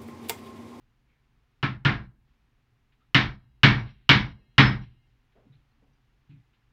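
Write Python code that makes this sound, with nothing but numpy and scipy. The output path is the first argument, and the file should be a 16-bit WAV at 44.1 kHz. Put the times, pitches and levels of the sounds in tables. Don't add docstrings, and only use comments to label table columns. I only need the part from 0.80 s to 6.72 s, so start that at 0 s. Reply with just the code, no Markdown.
import sys
import numpy as np
from scipy import signal
from scipy.fft import rfft, irfft, next_fast_len
from scipy.io import wavfile
from scipy.ndimage import uniform_filter1d, minimum_filter1d, map_coordinates

SR = 44100
rng = np.random.default_rng(int(sys.argv[2]) if len(sys.argv) > 2 else 0)


def persist_wave(psi):
    counts = np.round(np.clip(psi, -1, 1) * 32767).astype(np.int16)
    wavfile.write(sys.argv[1], SR, np.atleast_2d(counts).T)


def magnitude_from_level(level_db):
    exponent = np.asarray(level_db, float) / 20
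    return 10 ** exponent


N = 261072

# start_s, crack_peak_db, contact_hardness_0_1, pitch_hz (handle and blade), tail_heard_s
BLOWS = [
    (0.828, -17.5, 0, 1320, 0.14),
    (1.05, -12, 0.14, 1414, 0.21),
    (2.346, -7, 0.88, 1800, .21),
    (2.833, -3.5, 0.56, 2243, 0.28),
    (3.292, -3, .9, 2230, .23),
    (3.7811, -3, 0.47, 1878, 0.26),
]
# mode_hz, level_db, t60_s, rise_s
BENCH_MODES = [(33, -26, 0.79, 0.06), (57.6, -20.5, 0.76, 0.071), (92, -18, .4, 0.014),
               (119.87, -7.5, 0.5, 0.054), (131.95, -11.5, 0.5, 0.0089), (139.46, 2.5, .13, 0.0064),
               (162.2, -13, 0.33, 0.036), (194.3, -18, 0.47, 0.02), (207, -10.5, 0.41, 0.012),
               (268.8, -15, 0.26, 0.0054), (223.5, -14, .3, 0.0075), (277.74, -11, .3, 0.0089),
               (329.6, -18, 0.36, 0.0046), (380, -26, 0.25, 0.0099), (417, -31, 0.4, 0.0085)]


def unit(x):
    return x / np.sqrt(np.mean(x ** 2) + 1e-20)


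def along(points, hz):
    f, v = np.transpose(points)
    return np.interp(np.log(hz + 1), np.log(f + 1), v)


def coloured(x, points):
    m = next_fast_len(len(x) + 8192)
    gain = magnitude_from_level(along(points, np.fft.rfftfreq(m, 1 / SR)))
    return irfft(rfft(x, m) * gain, m)[:len(x)]


def add(track, s, sound):
    part = track[round(s * SR):][:len(sound)]
    part += sound[:len(part)]


def wander(n, rate):
    knots = rng.standard_normal(int(n * rate / SR) + 4)
    return map_coordinates(knots, [np.arange(n) * rate / SR])


def near(hz, centre_hz, fall_db):
    return -fall_db * np.log2(hz / centre_hz) ** 2


def burst(noise, spectrum_db, t60):
    hz, t, z = signal.stft(noise, SR, nperseg=256)
    colour = spectrum_db(hz)
    colour = magnitude_from_level(colour) / np.sqrt(np.mean(magnitude_from_level(2 * colour)))
    decay = magnitude_from_level(-60 * t / np.reshape(t60(hz), (-1, 1)))
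    sound = signal.istft(z * colour[:, None] * decay, SR, nperseg=256)[1]
    return sound[:len(noise)]


def ring(t, hz, db, t60, rise, rough, rate):
    blur = rough * (1 - np.exp(-t * rate / 2))
    swell = magnitude_from_level(db - 60 * t / t60 + 4 * blur * wander(len(t), rate)) * (1 - np.exp(-t / rise))
    return swell * np.sin(2 * np.pi * hz * t + 2.2 * blur * wander(len(t), rate))


def handle_crack(t, walls, hard):
    # freq_hz, level_db (per Hz)
    crack_spectrum = [(210, -34.5), (350, -11), (546, -19.5), (1050, -9.5), (1460, -9), (1610, -3.5),
                      (1950, -7.5), (2280, -1), (2470, -8.5), (2900, -5), (3670, -8), (4890, -21),
                      (5300, -24), (9840, -66.5), (15600, -57.5)]
    # freq_hz, t60_s
    shed_t60 = [(300, .36), (700, 0.47), (1500, 0.36), (3000, 0.29), (5500, 0.33), (8000, .22),
                (10500, 0.085), (14000, .12)]
    tone = [(450, -0.5), (900, 0.00072), (2000, 0.001), (3200, -7.5 + 7 * hard), (5500, -6.5 + 7.5 * hard),
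            (9000, -2 + 7.5 * hard), (12000, -7.5 + 14.5 * hard), (15000, -1 + 14.5 * hard)]
    noise = unit(0.66 * walls + rng.standard_normal(len(t)))
    crack = burst(noise, lambda hz: along(crack_spectrum, hz) + along(tone, hz),
                  lambda hz: 0.92 * along(shed_t60, hz))
    onset = 1 - np.exp(-(t / 0.0026) ** 2)
    return crack * onset * (1 + 0.077 * np.exp(-t / 0.012))


def handle_click(t):
    # mode_hz, level_db, t60_s
    click_modes = [(1320, -7.5, 0.0098), (2920, -1, 0.0099), (3900, -11.5, .006), (5300, -16, 0.0079),
                   (7760, -40.5, 0.011), (9500, -51.5, .004), (14000, -53.5, .006)]
    return sum(ring(t, *mode, rise=0.00052, rough=0, rate=9) for mode in click_modes)


def handle_ring(t, pitch_hz):
    # mode_hz, level_db, t60_s
    handle_modes = [(1069, 1, 0.3), (1320, -4.5, 0.36), (1416, -3, 0.12), (1629, -3.5, 0.39),
                    (1788, 2, .24), (1860, -1.5, 0.32), (1994, -5.5, .28), (2150, -2, .22),
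                    (2270, -1.5, .3), (2536, -6, 0.13), (2850, 2.5, .18), (2990, 0, .18), (3480, -1, .15),
                    (4360, -1.5, .15)]
    wood = ring(t, pitch_hz, 5.5, t60=0.27, rise=0.0048, rough=.6, rate=45)
    for hz, level_db, t60_s in handle_modes:
        level_db = level_db + near(hz, pitch_hz, fall_db=10.5) + rng.normal()
        wood += ring(t, hz, level_db, t60_s, rise=0.01, rough=.8, rate=53)
    return wood


def bench_boom(t):
    # freq_hz, level_db
    shudder_spectrum = [(20, -16.5), (35, -11), (60, -2), (85, -9), (120, 1.5), (170, -8), (250, -11),
                        (350, -15), (500, -31), (900, -71)]
    boom = sum(ring(t, hz, level_db + rng.normal(0, 1.2), 0.95 * t60_s, rise_s, rough=0.7, rate=23)
               for hz, level_db, t60_s, rise_s in BENCH_MODES)
    swell = magnitude_from_level(-12 - 60 * t / 0.5) * (1 - np.exp(-t / 0.068))
    return boom + unit(coloured(rng.standard_normal(len(t)), shudder_spectrum)) * swell


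def loose_tools(t):
    # mode_hz, level_db, t60_s
    steel_modes = [(1840, -41, .9), (2116, -37, .9), (2616, -40, .9), (2840, -38, .95), (3100, -42, .9),
                   (3280, -43, .9), (3850, -42, .9), (4110, -42, .9), (4837, -45, .75), (5300, -47, .7),
                   (5650, -47, .7)]
    ringing = sum(ring(t, hz, level_db + rng.normal(0, 1.5), 0.81 * t60_s, rise=.1, rough=.9, rate=40)
                  for hz, level_db, t60_s in steel_modes)
    landing = sum(ring(t[:SR // 4], hz, level_db + rng.normal(0, 1.5), 0.19, rise=0.023, rough=1.2, rate=60)
                  for hz, level_db, _ in steel_modes)
    return ringing, landing


def blows():
    out, t = np.zeros(N), np.arange(SR * 3 // 4) / SR
    walls = rng.standard_normal(len(t))
    for peak_s, db, hard, pitch_hz, tail_s in BLOWS:
        s = peak_s - .0002
        rattle_db = -3.5 + 1.8 * db
        ringing, landing = loose_tools(t)
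        add(out, s, magnitude_from_level(db - 6.5) * handle_crack(t, walls, hard))
        add(out, s, magnitude_from_level(db + 7.5 * hard) * handle_click(t[:SR // 20]))
        add(out, s, magnitude_from_level(db - 17) * handle_ring(t[:SR // 2], pitch_hz))
        add(out, s, magnitude_from_level(rattle_db) * ringing)
        add(out, s + tail_s - 0.03, magnitude_from_level(rattle_db - 8) * landing)
        add(out, s + .003, magnitude_from_level(db + 1.5 - 6 * hard) * bench_boom(t))
    return out


def buzz():
    # start_s, level_db, held_s
    buzzes = [
        (3.295, -47, .04),
        (3.785, -39, .09),
    ]
    out, t = np.zeros(N), np.arange(SR // 3) / SR
    for s, db, held_s in buzzes:
        held = magnitude_from_level(-60 * np.maximum(t - held_s, 0) / .2)
        add(out, s, held * ring(t, 5210, db, t60=9, rise=.01, rough=.6, rate=70))
    return out


def singing_steel():
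    # start_s, pitch_hz, level_db, t60_s
    songs = [(4.72, 3800, -70, 0.18), (4.91, 4200, -78, .15), (5.13, 4806, -79.5, 0.18),
             (5.13, 5800, -82, .15), (5.5, 2110, -69.5, .18), (5.5, 2603, -71, 0.21),
             (5.51, 2450, -73, 0.25), (2.2, 1300, -73, .25), (5.015, 426, -68, 0.28), (.29, 2300, -74, .3),
             (.3, 2200, -77, .3), (.35, 1800, -75, .2)]
    out, t = np.zeros(N), np.arange(SR * 3 // 4) / SR
    for s, hz, db, t60_s in songs:
        add(out, s, ring(t, hz, db, t60_s, rise=.006, rough=1.5, rate=160))
    return out


def puff(t, spectrum, t60_s):
    noise = unit(coloured(rng.standard_normal(len(t)), spectrum))
    return noise * magnitude_from_level(-60 * t / t60_s) * (1 - np.exp(-t / 0.006))


def thuds():
    # start_s, level_db, bench_pitch_hz
    leans = [(2.2, -69.5, 116.6), (3.581, -50, 317), (4.298, -67.5, 55), (4.57, -54, 225),
             (4.655, -47.5, 219.5), (4.699, -45.5, 122), (4.749, -50, 120.4), (4.97, -61.5, 240),
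             (5.02, -52, 220), (5.1, -58.5, 130), (5.24, -60.5, 125), (4.02, -46.5, 260), (5.494, -39, 136),
             (5.5, -49.5, 280), (5.535, -40.5, 129.8), (5.589, -50, 130), (5.68, -64, 123.2)]
    # freq_hz, level_db
    thud_spectrum = [(60, -37), (120, 0.5), (200, -19), (280, -5), (400, -37), (800, -64)]
    out, t = np.zeros(N), np.arange(SR // 2) / SR
    for s, db, pitch_hz in leans:
        sound = magnitude_from_level(-20) * puff(t, thud_spectrum, .3)
        for hz, level_db, t60_s, _ in BENCH_MODES:
            level_db = level_db / 2 + near(hz, pitch_hz, fall_db=40)
            sound += ring(t, hz, level_db, .45 * max(t60_s, .4), rise=0.013, rough=.3, rate=26)
        add(out, s, magnitude_from_level(db) * sound)
    return out


def taps_and_ticks():
    # start_s, level_db, t60_s
    taps = [
        (3.06, -58, 0.37),
        (3.569, -62, 0.33),
        (4.551, -61, .52),
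        (5.015, -72, 0.42),
    ]
    # start_s, level_db, t60_s
    ticks = [(0.28, -81, 0.7), (2.12, -67, .13), (2.2, -78, .4), (3.06, -53, 0.63), (4.031, -54, 0.34),
             (4.29, -85.5, .3), (4.52, -68.5, .1), (4.551, -80, 0.52), (4.721, -72, 0.31), (5.13, -79, .15),
             (5.494, -67.5, 0.27), (5.73, -68, .18)]
    # freq_hz, level_db
    wood_spectrum = [(150, -41.5), (400, -5.5), (800, -15.5), (1500, -25.5), (3500, -43.5), (6000, -60)]
    # freq_hz, level_db
    tick_spectrum = [(600, -18), (1500, 11), (2400, 14.5), (4000, 8.5), (5500, -14), (8000, -51)]
    out, t = np.zeros(N), np.arange(SR // 2) / SR
    for spectrum, events in (wood_spectrum, taps), (tick_spectrum, ticks):
        for s, db, t60_s in events:
            add(out, s, magnitude_from_level(db) * puff(t, spectrum, t60_s))
    return out


def room():
    # freq_hz, level_db (per Hz)
    rumble_spectrum = [(12, -31.5), (20, -0.5), (54, 1), (82, -14.5), (124, 0), (178, -21), (223, -12.5),
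                       (450, -26.5), (580, -59.5), (990, -120)]
    # freq_hz, level_db (per Hz)
    air_spectrum = [(240, -26.5), (400, -3.5), (559, -3.5), (646, -9), (702, -1), (1920, -3), (2470, -5),
                    (2750, -5), (7000, -21), (9100, -48.5), (15400, -120)]
    rumble = magnitude_from_level(-67.5) * unit(coloured(rng.standard_normal(N), rumble_spectrum))
    air_gain = magnitude_from_level(-78.5 + 1.98 * wander(N, 0.74))
    return rumble + air_gain * unit(coloured(rng.standard_normal(N), air_spectrum))


def scene():
    return (blows() + buzz() + singing_steel() + thuds() + taps_and_ticks() + room())[None]


def suppressor(x):
    depth_db, bass_depth_db, bass_late_s = -14, -7, .04
    sag_s, fall_s, hold_s, back_s = 0.11, 0.02, 0.11, 0.11
    corners_s = [-sag_s, 0, fall_s, fall_s + hold_s, fall_s + hold_s + back_s]
    depth = [0, 0.46, 0.95, 0.5, 0.001]
    t, dip, bass_dip = np.arange(N) / SR, np.zeros(N), np.zeros(N)
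    starts_s = [row[0] for row in BLOWS] + [N / SR]
    for (s, *_, tail_s), next_s in zip(BLOWS, starts_s[1:]):
        shut = t < next_s - .004
        since_s = t - s - tail_s
        dip += np.interp(since_s, corners_s, depth) * shut
        bass_dip += np.interp(since_s - bass_late_s, corners_s, depth) * shut
    upper = coloured(x, [(130, -44), (260, -1)])
    return magnitude_from_level(depth_db * dip) * upper + magnitude_from_level(bass_depth_db * bass_dip) * (x - upper)


def low_pass(x):
    return signal.sosfilt(signal.butter(12, 16190, fs=SR, output="sos"), x)


def record(dry):
    # freq_hz, gain_db
    band_limit = [(14900, 0), (15500, -9), (15800, -60)]
    x = coloured(suppressor(dry[0]), band_limit)
    peak = -minimum_filter1d(-np.abs(x), size=401)
    x = x / np.maximum(1, uniform_filter1d(peak, size=201) / .94)
    x = x + magnitude_from_level(-91) * rng.standard_normal(N)
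    return low_pass(x[None])


dry = scene()
out = record(dry)
persist_wave(out)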